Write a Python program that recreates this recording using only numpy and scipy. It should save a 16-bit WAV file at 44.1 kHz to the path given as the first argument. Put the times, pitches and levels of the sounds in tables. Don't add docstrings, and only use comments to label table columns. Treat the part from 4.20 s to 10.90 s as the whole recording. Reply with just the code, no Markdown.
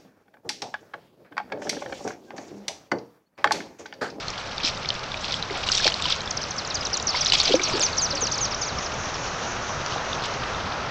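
import sys
import numpy as np
from scipy import signal
from scipy.io import wavfile
from scipy.ndimage import uniform_filter1d

SR = 44100
rng = np.random.default_rng(int(sys.argv[2]) if len(sys.argv) > 2 else 0)


def transcribe(u):
    v = np.clip(np.atleast_2d(u).T, -1, 1)
    q = np.round(v * 32767).astype(np.int16)
    wavfile.write(sys.argv[1], SR, q)


def amplitude_ratio(level_db):
    exponent = np.asarray(level_db, float) / 20
    return 10 ** exponent


N = 295470

# (time [s], hold [s], spray level [dB],
# fizz level [dB])
STROKES = [(0.001, 0.01, -34.5, -62), (.452, 0.029, -22.5, -52.5), (1.01, 0.15, -34.5, -59),
           (1.475, 0.029, -34.5, -53), (1.532, 0.052, -23, -43.5), (1.625, 0.055, -22.5, -48.5),
           (1.71, 0.16, -35.5, -58), (1.845, 0.11, -28.5, -59), (2.94, 0.16, -29, -57),
           (3.135, 0.014, -19, -43), (3.19, 0.044, -26, -53), (3.25, 0.087, -24.5, -55),
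           (3.42, 0.25, -32, -56.5), (1.33, 0.11, -36, -62), (.05, 1.6, -58, -67.5), (1.97, 1.7, -51, -64),
           (3.66, 0.6, -42, -63), (5.71, 0.03, -39, -66), (6.04, 0.019, -32.5, -59)]
STROKE_RISE_S, STROKE_FADE_DB_PER_S = 0.026, 401.5
DRIP_DB, DRIP_FIZZ_DB = -39, -71.5
SWELL = 0.09
# (time [s], hold [s], level [dB])
SLOSH = [
    (.44, 0.032, -38),
    (1.31, 0.15, -34.5),
    (1.65, 0.01, -36),
    (2.94, .025, -40),
    (3.12, 0.016, -40.5),
    (3.26, 0.035, -36),
    (3.48, 0.14, -33.5),
]
SLOSH_RISE_S, SLOSH_FADE_DB_PER_S, LAPPING_DB = 0.016, 255, -49.5

# (time [s], peak level [dB], bubble pitch [Hz])
SMACKS = [(.1016, -16, 5400), (.3792, -15, 3530), (.4478, -8, 3970), (.573, -20, 3600), (.6463, -18, 2210),
          (.7022, -7.5, 3020), (.7502, -20, 3350), (.7924, -24.5, 3700), (.9415, -15, 2360),
          (1.1212, -12.5, 3900), (1.1265, -18, 3560), (1.3543, -20, 2190), (1.487, -6, 2780),
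          (1.5168, -4, 4900), (1.5494, -9, 4400), (1.5526, -14, 4400), (1.6765, -3, 4140),
          (1.699, -17, 3270), (1.7956, -21, 2460), (1.903, -11.5, 3260), (2.798, -16, 3770),
          (3.1201, -2, 2880), (5.7216, -17, 2920), (6.1382, -22, 4020)]
# (time [s], peak level [dB], bubble pitch [Hz])
PLINKS = [(.0813, -17, 4220), (.178, -25.5, 3320), (.4, -23.5, 2470), (.4064, -25, 3300),
          (.656, -19.5, 3380), (.6875, -12, 4280), (1.1403, -14.5, 3240), (1.5246, -20, 4460),
          (1.5753, -13, 3700), (1.6436, -9.5, 3500), (1.667, -7.5, 4340), (1.7197, -17.5, 2940),
          (1.8208, -16, 3500), (1.8538, -12.5, 2960), (2.005, -20, 3900), (2.0741, -19, 3420),
          (3.0986, -11.5, 4050), (3.1509, -7.5, 3350), (3.3945, -15.5, 2250), (6.346, -26, 3530)]
# (time [s], peak level [dB], bubble pitch [Hz])
BELLS = [(.4662, -17, 4930), (.9167, -23, 3520), (.972, -24, 3700), (1.1072, -25, 3400), (1.168, -28, 3800),
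         (1.2243, -18, 3840), (1.467, -22, 3816), (1.602, -33, 3920), (1.74, -15, 4150),
         (1.9213, -15, 3840), (1.9225, -12, 3320), (3.0586, -12, 3700), (3.066, -12, 4000),
         (3.1522, -12, 3360), (3.2005, -11, 4160), (3.2545, -14.5, 4530), (3.2786, -16, 4010),
         (3.321, -12, 3130), (5.6606, -19.5, 4560), (5.9293, -18.5, 3550), (6.0202, -25.5, 4070)]
SMACK_RING_DB, PLINK_RING_DB, BELL_RING_DB = -3, 2.5, 4.5
# (time [s], peak level [dB], pitch [Hz])
SPECKS = [(0.3815, -15.5, 4450), (.107, -26, 6500), (.128, -31, 7000), (.193, -20, 7800),
          (.1985, -22, 4000), (.315, -27, 7600), (.322, -25, 3200), (.4349, -30, 5500), (.481, -13, 5000),
          (.4855, -16, 5300), (.512, -28, 5000), (.524, -31, 4970), (.7118, -29, 5500), (.7417, -18, 7150),
          (1.0101, -22, 6000), (1.494, -16, 6500), (1.5217, -9, 5250), (1.5262, -6, 4400),
          (3.201, -3, 4420), (3.279, -5, 4000), (1.535, -20, 7000), (1.5454, -18, 6800), (1.563, -24, 3500),
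          (1.572, -9, 5700), (1.585, -18, 4000), (1.6045, -14, 5550), (1.6223, -18, 3700),
          (1.632, -20, 3800), (1.6828, -12, 4700), (1.7105, -20, 6500), (1.8237, -4.5, 7750),
          (1.9624, -17, 6750), (2.0168, -19, 6500), (.4575, -12, 5300), (2.286, -24, 6500),
          (2.7516, -17, 6900), (3.0619, -11, 6850), (3.087, -18, 5500), (3.1223, -3, 4650),
          (3.1365, -13, 3470), (3.142, -11, 4500), (3.156, -13, 4800), (3.183, -7, 6800), (3.209, -7, 4300),
          (3.215, -5, 4600), (3.258, -20, 3500), (3.2955, -12, 4000), (3.418, -13.5, 3740),
          (3.478, -18, 3000), (3.498, -14.5, 2300), (3.511, -20, 6500), (3.55, -17, 2800),
          (3.558, -17, 4460), (3.5678, -16, 7000), (3.595, -16, 2800), (3.97, -22, 2800),
          (4.073, -15.5, 2900), (4.13, -20, 7500), (.4445, -15, 4800)]
# (time [s], peak level [dB], pitch [Hz], ring T60 [s])
POPS = [(1.3, -22, 2000, 0.013), (1.9, -22.5, 1250, 0.023), (1.5, -14.5, 1370, 0.009),
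        (1.6779, -6, 1620, 0.0055), (1.6, -19, 1610, 0.022), (2.9442, -19.5, 950, 0.042),
        (1.8, -24, 1100, 0.036), (3.1363, -18, 940, 0.015), (3.2, -21, 1090, 0.021),
        (3.526, -22, 900, 0.015), (2.95, -18.5, 2090, 0.03), (1.9, -9, 7570, 0.0081),
        (3.596, 2, 7700, 0.0068), (1.667, -16, 790, 0.02)]
# (time [s], peak level [dB], pitch [Hz], ring T60 [s])
GULPS = [(0.443, -25, 268, 0.034), (1.306, -24.5, 406, 0.066), (1.655, -15, 608, 0.026),
         (1.664, -14.5, 490, 0.02), (1.679, -30, 890, 0.021), (1.856, -25.5, 1020, 0.055),
         (2.943, -48, 950, 0.062), (3.132, -28, 750, 0.04), (3.289, -22, 680, 0.045),
         (3.297, -19, 480, 0.036), (3.337, -26, 565, 0.064), (3.307, -16.5, 398, 0.058),
         (3.341, -5.5, 534, 0.046), (3.553, -24, 434, 0.081), (3.594, -26, 490, 0.052),
         (3.4, -23, 382, 0.053), (3.477, -32, 655, 0.095), (3.539, -19.5, 363, 0.061),
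         (3.931, -28, 562, 0.16), (4.026, -24.5, 458, 0.041), (5.76, -14.5, 746, 0.016)]
POOL_HZ = 285.6

# (time [s], length [s], start pitch [Hz], end pitch [Hz], level [dB])
BOW_NOTES = [(2.106, 0.01, 6870, 3860, -18), (2.229, 0.0079, 5850, 4480, -29),
             (2.306, 0.017, 6350, 3260, -25.5), (2.058, 0.0054, 5200, 4300, -25.5),
             (3.36, .008, 6600, 5800, -30), (2.769, 0.01, 7240, 4700, -16.5),
             (2.868, 0.018, 6240, 3770, -20.5), (2.903, 0.0065, 6800, 5020, -23),
             (3.185, 0.0075, 5980, 5450, -25), (3.231, 0.014, 7090, 4690, -19.5),
             (3.351, 0.025, 6260, 4570, -24), (3.533, 0.03, 4700, 3950, -29),
             (3.728, 0.013, 4560, 3460, -28), (4.117, 0.022, 6600, 3850, -21.5),
             (4.246, .012, 5500, 4200, -26), (4.253, 0.013, 6530, 5320, -23),
             (4.659, 0.013, 5500, 3800, -29), (4.941, 0.029, 5600, 4150, -34.5),
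             (5.318, 0.01, 6440, 5400, -29)]
# (time [s], length [s], start pitch [Hz], end pitch [Hz], level [dB])
FLICK_NOTES = [(2.169, 0.015, 6500, 3700, -23.5), (2.237, 0.011, 5430, 3014, -29),
               (2.219, .006, 6300, 5700, -26), (2.448, 0.013, 5120, 3200, -33),
               (2.461, .007, 7400, 6500, -28), (2.204, .008, 2400, 4000, -32.5),
               (2.987, .006, 6030, 5400, -29), (3.195, .009, 6280, 5700, -26),
               (3.671, 0.0055, 6240, 5560, -26), (2.362, 0.0078, 5460, 6600, -27.5),
               (2.472, 0.008, 7030, 5000, -25.5), (2.552, 0.0056, 7340, 5240, -16.5),
               (2.668, 0.0044, 6700, 5000, -20), (2.739, 0.011, 5670, 5930, -22.5),
               (2.825, 0.0044, 7200, 4900, -17.5), (2.878, 0.016, 5910, 3800, -24.5),
               (3.015, 0.0062, 6060, 5350, -20.5), (3.047, 0.0056, 6200, 5150, -18),
               (3.456, 0.028, 4600, 4000, -28), (3.663, 0.006, 5900, 5040, -22),
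               (3.768, 0.017, 6730, 3580, -26), (3.924, 0.011, 5670, 3980, -31),
               (3.95, 0.025, 6300, 3580, -28.5), (4.067, 0.01, 6520, 4200, -18.5),
               (4.114, .012, 5000, 3860, -28), (4.155, 0.0061, 7200, 5800, -21),
               (4.177, 0.019, 6580, 3750, -23.5), (4.345, 0.0087, 5800, 4560, -21.5),
               (4.414, 0.037, 5640, 3610, -29.5), (4.853, 0.01, 6070, 5230, -32)]
# (time [s], length [s], start pitch [Hz], end pitch [Hz], level [dB])
SCOOP_NOTES = [(2.213, 0.016, 5540, 3960, -31), (2.379, .031, 5850, 3560, -28.5),
               (2.388, 0.016, 6100, 4100, -31), (2.965, .017, 5040, 5700, -30),
               (3.007, 0.031, 6100, 4260, -22.5), (3.075, 0.026, 6460, 3840, -24.5),
               (3.245, 0.007, 6060, 5600, -22), (3.483, 0.024, 6500, 5070, -26.5),
               (4.075, 0.03, 4450, 3500, -33), (3.252, 0.022, 5280, 4470, -25),
               (4.738, .015, 6440, 5230, -34.5), (5.074, 0.02, 5200, 3860, -38)]
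# (time [s], length [s], start pitch [Hz], end pitch [Hz], level [dB])
HOOK_NOTES = [
    (2.608, 0.014, 4950, 4900, -27.5),
    (2.65, 0.032, 6100, 3510, -26.5),
    (2.958, 0.019, 4620, 4380, -28),
    (3.431, 0.029, 6640, 5400, -21.5),
    (4.585, 0.0064, 5500, 5030, -25.5),
]
BOW_BEND, FLICK_BEND, SCOOP_BEND, HOOK_BEND = .3, .47, .63, .84
# (time [s], length [s], start pitch [Hz], shelf pitch [Hz], level [dB])
STEP_NOTES = [(2.888, .038, 5700, 4650, -24), (2.73, .042, 5500, 4350, -25.5), (2.5, .03, 5700, 3900, -29),
              (2.542, 0.04, 6600, 4840, -26.5), (3.433, 0.039, 5600, 4300, -27.5),
              (3.603, 0.049, 5900, 4500, -26), (3.903, 0.039, 5900, 4300, -27.5),
              (3.973, .034, 4900, 4300, -30.5), (4.136, 0.04, 6200, 4600, -29.5),
              (3.777, .043, 6500, 4970, -21.5)]
STEP_MARKS = (0, .38, .66, 1)
STEP_SAG = (.93, .74)
# (time [s], length [s], level [dB], knee pitch [Hz], lisp level [dB])
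SLURS = [
    (3.62, 0.056, -18, 5900, -9),
    (3.813, 0.062, -20, 5800, -12),
    (4.007, 0.064, -22.5, 5560, -6.5),
    (4.205, 0.068, -22.5, 5720, -22),
    (4.409, .061, -28, 5700, -26),
    (4.618, 0.063, -37, 5700, -34),
]
SLUR_MARKS = (0, .17, .62, 1)
SLUR_TOP_HZ, SLUR_SHELF_HZ, SLUR_END_HZ = 7080, 6500, 3700
# (time [s], length [s], start pitch [Hz], level [dB])
SLIDES = [
    (4.308, .042, 5740, -33),
    (4.458, 0.06, 6800, -32.5),
]
SLIDE_FALL = (0.19, 0.89)

# (time [s], level [dB])
BUZZ = [
    (0, -86),
    (1.9, -69),
    (2.6, -46.5),
    (3.6, -94.5),
    (4.4, -40),
    (5.0, -38),
    (5.7, -39.5),
    (6.2, -44.5),
    (6.7, -52),
]
# (time [s], tyre roar level [dB], engine rumble level [dB])
ROAD = [
    (0.0, -36, -40.5),
    (4.96, -30.5, -36.5),
    (6.05, -29.5, -36.5),
    (6.7, -29.5, -37),
]
# (frequency [Hz], level [dB])
TYRE_SPECTRUM = [(200, -15), (350, -3), (650, 1), (950, -0.5), (1300, 0.5), (1900, -7), (3500, -16.5),
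                 (7000, -25.5)]
# (frequency [Hz], level [dB])
ENGINE_SPECTRUM = [(15, -27), (27, -16.5), (55, 7.5), (100, 2), (170, -0.5), (260, -6), (500, -47),
                   (900, -57)]
# (frequency [Hz], level [dB])
HISS_SPECTRUM = [(100, -12), (1500, -4), (4000, 0), (9000, -6)]
HISS_DB = -41.5
# (frequency [Hz], gain [dB])
MIC_RESPONSE = [(20, -3), (5800, 1), (6500, -4.5), (7300, -13.5), (8000, -20), (8600, -31), (9100, -49),
                (9800, -77.5), (11000, -100)]


def evened(x):
    return x / np.sqrt(np.mean(x ** 2) + 1e-20)


def read(points, hz):
    f, value = np.transpose(points)
    return np.interp(np.log(hz + 1), np.log(f + 1), value)


def curve(rows, column):
    rows = np.array(rows)
    return np.interp(np.arange(N) / SR, rows[:, 0], rows[:, column])


def add(mix, s, sound):
    part = mix[round(s * SR):][:len(sound)]
    part += sound[:len(part)]


def surges(rows, column, rest_db, rise_s, fade_db_per_s):
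    t = np.arange(N) / SR
    power = amplitude_ratio(rest_db) ** 2
    for row in rows:
        start, hold = row[:2]
        after = np.maximum(t - start - hold, 0)
        rise = np.clip((t - start + rise_s) / (rise_s + SWELL * min(hold, .2)), 0, 1)
        power = power + (rise * amplitude_ratio(row[column] - fade_db_per_s * after)) ** 2
    return np.sqrt(power)


def bubble(hz, t60, glide, rise_s):
    t = np.arange(0, t60, 1 / SR)
    turns = hz * (t + (glide - 1) * t ** 2 / (2 * t60))
    return (1 - np.exp(-t / rise_s)) * amplitude_ratio(-60 * t / t60) * np.sin(2 * np.pi * turns)


def grains(lo_hz, hi_hz, cycles, per_s, spread_db, clump_db, tilt_db=0):
    clumps = amplitude_ratio(clump_db * evened(uniform_filter1d(rng.standard_normal(N), size=400)))
    out = np.zeros(N)
    for hz in np.geomspace(lo_hz, hi_hz, 24):
        size_db = tilt_db * np.log2(hz / lo_hz) + spread_db * np.minimum(rng.exponential(1, N), 4)
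        arrives = rng.random(N) < per_s / 24 / SR
        hits = amplitude_ratio(size_db) * arrives * clumps
        out += signal.oaconvolve(hits, bubble(hz, cycles / hz, 1.19, .00008))[:N]
    return evened(out)


def stirred_water():
    spray = grains(2200, 6000, cycles=20, per_s=4000, spread_db=3.4, clump_db=3.5, tilt_db=3)
    slosh = grains(500, 3000, cycles=16, per_s=2200, spread_db=3.5, clump_db=3)
    fizz = amplitude_ratio(22.5) * grains(7040, 9500, cycles=24, per_s=1200, spread_db=2.5, clump_db=3)
    sheet = grains(3200, 5400, cycles=30, per_s=12000, spread_db=3, clump_db=4)
    stroke = STROKE_RISE_S, STROKE_FADE_DB_PER_S
    water = amplitude_ratio(-3) * spray * surges(STROKES, 2, DRIP_DB, *stroke)
    water += amplitude_ratio(-4) * sheet * surges(STROKES, 2, -80, *stroke)
    water += fizz * surges(STROKES, 3, DRIP_FIZZ_DB, *stroke)
    return water + slosh * surges(SLOSH, 2, LAPPING_DB, SLOSH_RISE_S, SLOSH_FADE_DB_PER_S)


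def drops():
    out = np.zeros(N)
    t = np.arange(400) / SR
    kinds = (SMACKS, SMACK_RING_DB), (PLINKS, PLINK_RING_DB), (BELLS, BELL_RING_DB)
    for table, ring_db in kinds:
        for s, db, hz in table:
            smack = bubble(1.4 * hz, .005, .6, .00015)
            ring = bubble(hz, 48 / hz, 1.15, 0.00044)
            click = bubble(1.2 * hz, .0012, 1.0, .00003)
            band = signal.butter(2, [.75 * hz, 1.5 * hz], "band", fs=SR)
            spatter = signal.lfilter(*band, rng.standard_normal(400))
            add(out, s + .0013, amplitude_ratio(db - 1.5 - ring_db / 2) * smack)
            add(out, s + 0.001318, amplitude_ratio(db + ring_db) * ring)
            add(out, s + .0011, amplitude_ratio(db - ring_db - 7) * click)
            add(out, s + 0.000982, amplitude_ratio(db + ring_db - 4 - 60 * t / .022) * spatter)
    for s, db, hz in SPECKS:
        add(out, s, amplitude_ratio(db + 2.5) * bubble(hz, .006, 0.97, 0.00032))
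    for s, db, hz, t60 in POPS:
        add(out, s, amplitude_ratio(db + 2.5) * bubble(hz, t60, 1.22, 0.00026))
    return out


def gulps():
    out = np.zeros(N)
    for s, db, hz, t60 in GULPS:
        add(out, s, amplitude_ratio(db + 4.5) * bubble(hz, t60, 0.89, 0.001))
        add(out, s, amplitude_ratio(db - 4.5) * bubble(POOL_HZ, 2.3 * t60, 1.7, 0.006))
    return out


def whistle(length, marks, pitch_hz, db, hold):
    t = np.arange(0, length, 1 / SR)
    u = t / length
    glide_hz = np.interp(u, marks, pitch_hz)
    hz = uniform_filter1d(glide_hz, size=len(t) // 8 + 1, mode="nearest")
    hz += 500 * np.exp(-t / .003)
    edges = np.minimum(1, t / 0.0022) * np.minimum(1, (length - t) / 0.00063)
    waver_db = 2.6 * np.sin(2 * np.pi * (rng.uniform(45, 120) * t + rng.random()))
    fade_db = 19 * u ** hold
    return amplitude_ratio(db + 5 - fade_db + waver_db) * edges * np.sin(2 * np.pi * np.cumsum(hz) / SR)


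def echoed(song):
    t = np.arange(SR // 2) / SR
    signs = rng.choice([-1., 1.], len(t))
    sparse = rng.random(len(t)) < .04
    echoes = signs * sparse * amplitude_ratio(-60 * t / 0.59) * (t > .006)
    return song + amplitude_ratio(-14) * signal.oaconvolve(song, echoes / np.linalg.norm(echoes))[:N]


def bird():
    out = np.zeros(N)
    kinds = (BOW_NOTES, BOW_BEND), (FLICK_NOTES, FLICK_BEND), (SCOOP_NOTES, SCOOP_BEND), (HOOK_NOTES, HOOK_BEND)
    for notes, bend in kinds:
        for s, length, start_hz, end_hz, db in notes:
            pitch_hz = start_hz + (end_hz - start_hz) * np.array([0, bend, 1])
            add(out, s, whistle(length, [0, .44, 1], pitch_hz, db, hold=1.5))
    for s, length, start_hz, shelf_hz, db in STEP_NOTES:
        pitch_hz = [start_hz, *shelf_hz * np.array([1, *STEP_SAG])]
        add(out, s, whistle(length, STEP_MARKS, pitch_hz, db, hold=1.6))
    for s, length, start_hz, db in SLIDES:
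        pitch_hz = start_hz + (SLUR_END_HZ - start_hz) * np.array([0, *SLIDE_FALL, 1])
        add(out, s, whistle(length, np.arange(4) / 3, pitch_hz, db, hold=2.6))
    for s, length, db, knee_hz, lisp_db in SLURS:
        pitch_hz = [SLUR_TOP_HZ, SLUR_SHELF_HZ, knee_hz, SLUR_END_HZ]
        add(out, s, whistle(length, SLUR_MARKS, pitch_hz, db, hold=2.1))
        add(out, s, whistle(0.0039, [0, 1], [8800, 7900], lisp_db, hold=1.6))
    return echoed(out)


def noise(spectrum, patchy_db):
    frames, hz = N // 256 + 5, np.fft.rfftfreq(1024, 1 / SR)
    real, imaginary, patches = rng.standard_normal((frames, 513, 3)).T
    patches = uniform_filter1d(patches, size=10, axis=0)
    patches = evened(uniform_filter1d(patches, size=14, axis=1))
    level_db = read(spectrum, hz)[:, None] + patchy_db * patches
    z = (real + 1j * imaginary) * amplitude_ratio(level_db)
    return evened(signal.istft(z, nperseg=1024, noverlap=768)[1][:N])


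def insects():
    spectrum = [(4500, -30), (5300, -7), (5900, 0), (6700, 3), (7200, -3), (8000, -30)]  # (Hz, dB)
    throb = 1 + 0.29 * np.sin(2 * np.pi * 4.6 * np.arange(N) / SR)
    return amplitude_ratio(curve(BUZZ, 1)) * throb * noise(spectrum, patchy_db=.8)


def road():
    tyres = amplitude_ratio(curve(ROAD, 1) - 0.7) * noise(TYRE_SPECTRUM, patchy_db=0.56)
    engines = amplitude_ratio(curve(ROAD, 2)) * noise(ENGINE_SPECTRUM, patchy_db=1.1)
    return tyres + engines


def microphone_hiss():
    return amplitude_ratio(HISS_DB) * noise(HISS_SPECTRUM, patchy_db=.6)


def scene():
    water = stirred_water() + drops() + gulps()
    mix = water + bird() + insects() + road() + microphone_hiss()
    return mix[None]


def low_pass(x):
    return signal.sosfilt(signal.butter(12, 16200, fs=SR, output="sos"), x)


def record(dry):
    hz = np.linspace(0, SR / 2, 257)
    gain = amplitude_ratio(read(MIC_RESPONSE, hz)) * (hz < SR / 2)
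    taps = signal.firwin2(601, hz, gain, fs=SR, window=("kaiser", 9))
    dull = signal.oaconvolve(dry, taps[None], "same")
    clipped = np.clip(dull, -.69, .69)
    return low_pass(clipped)


dry = scene()
out = record(dry)
transcribe(out)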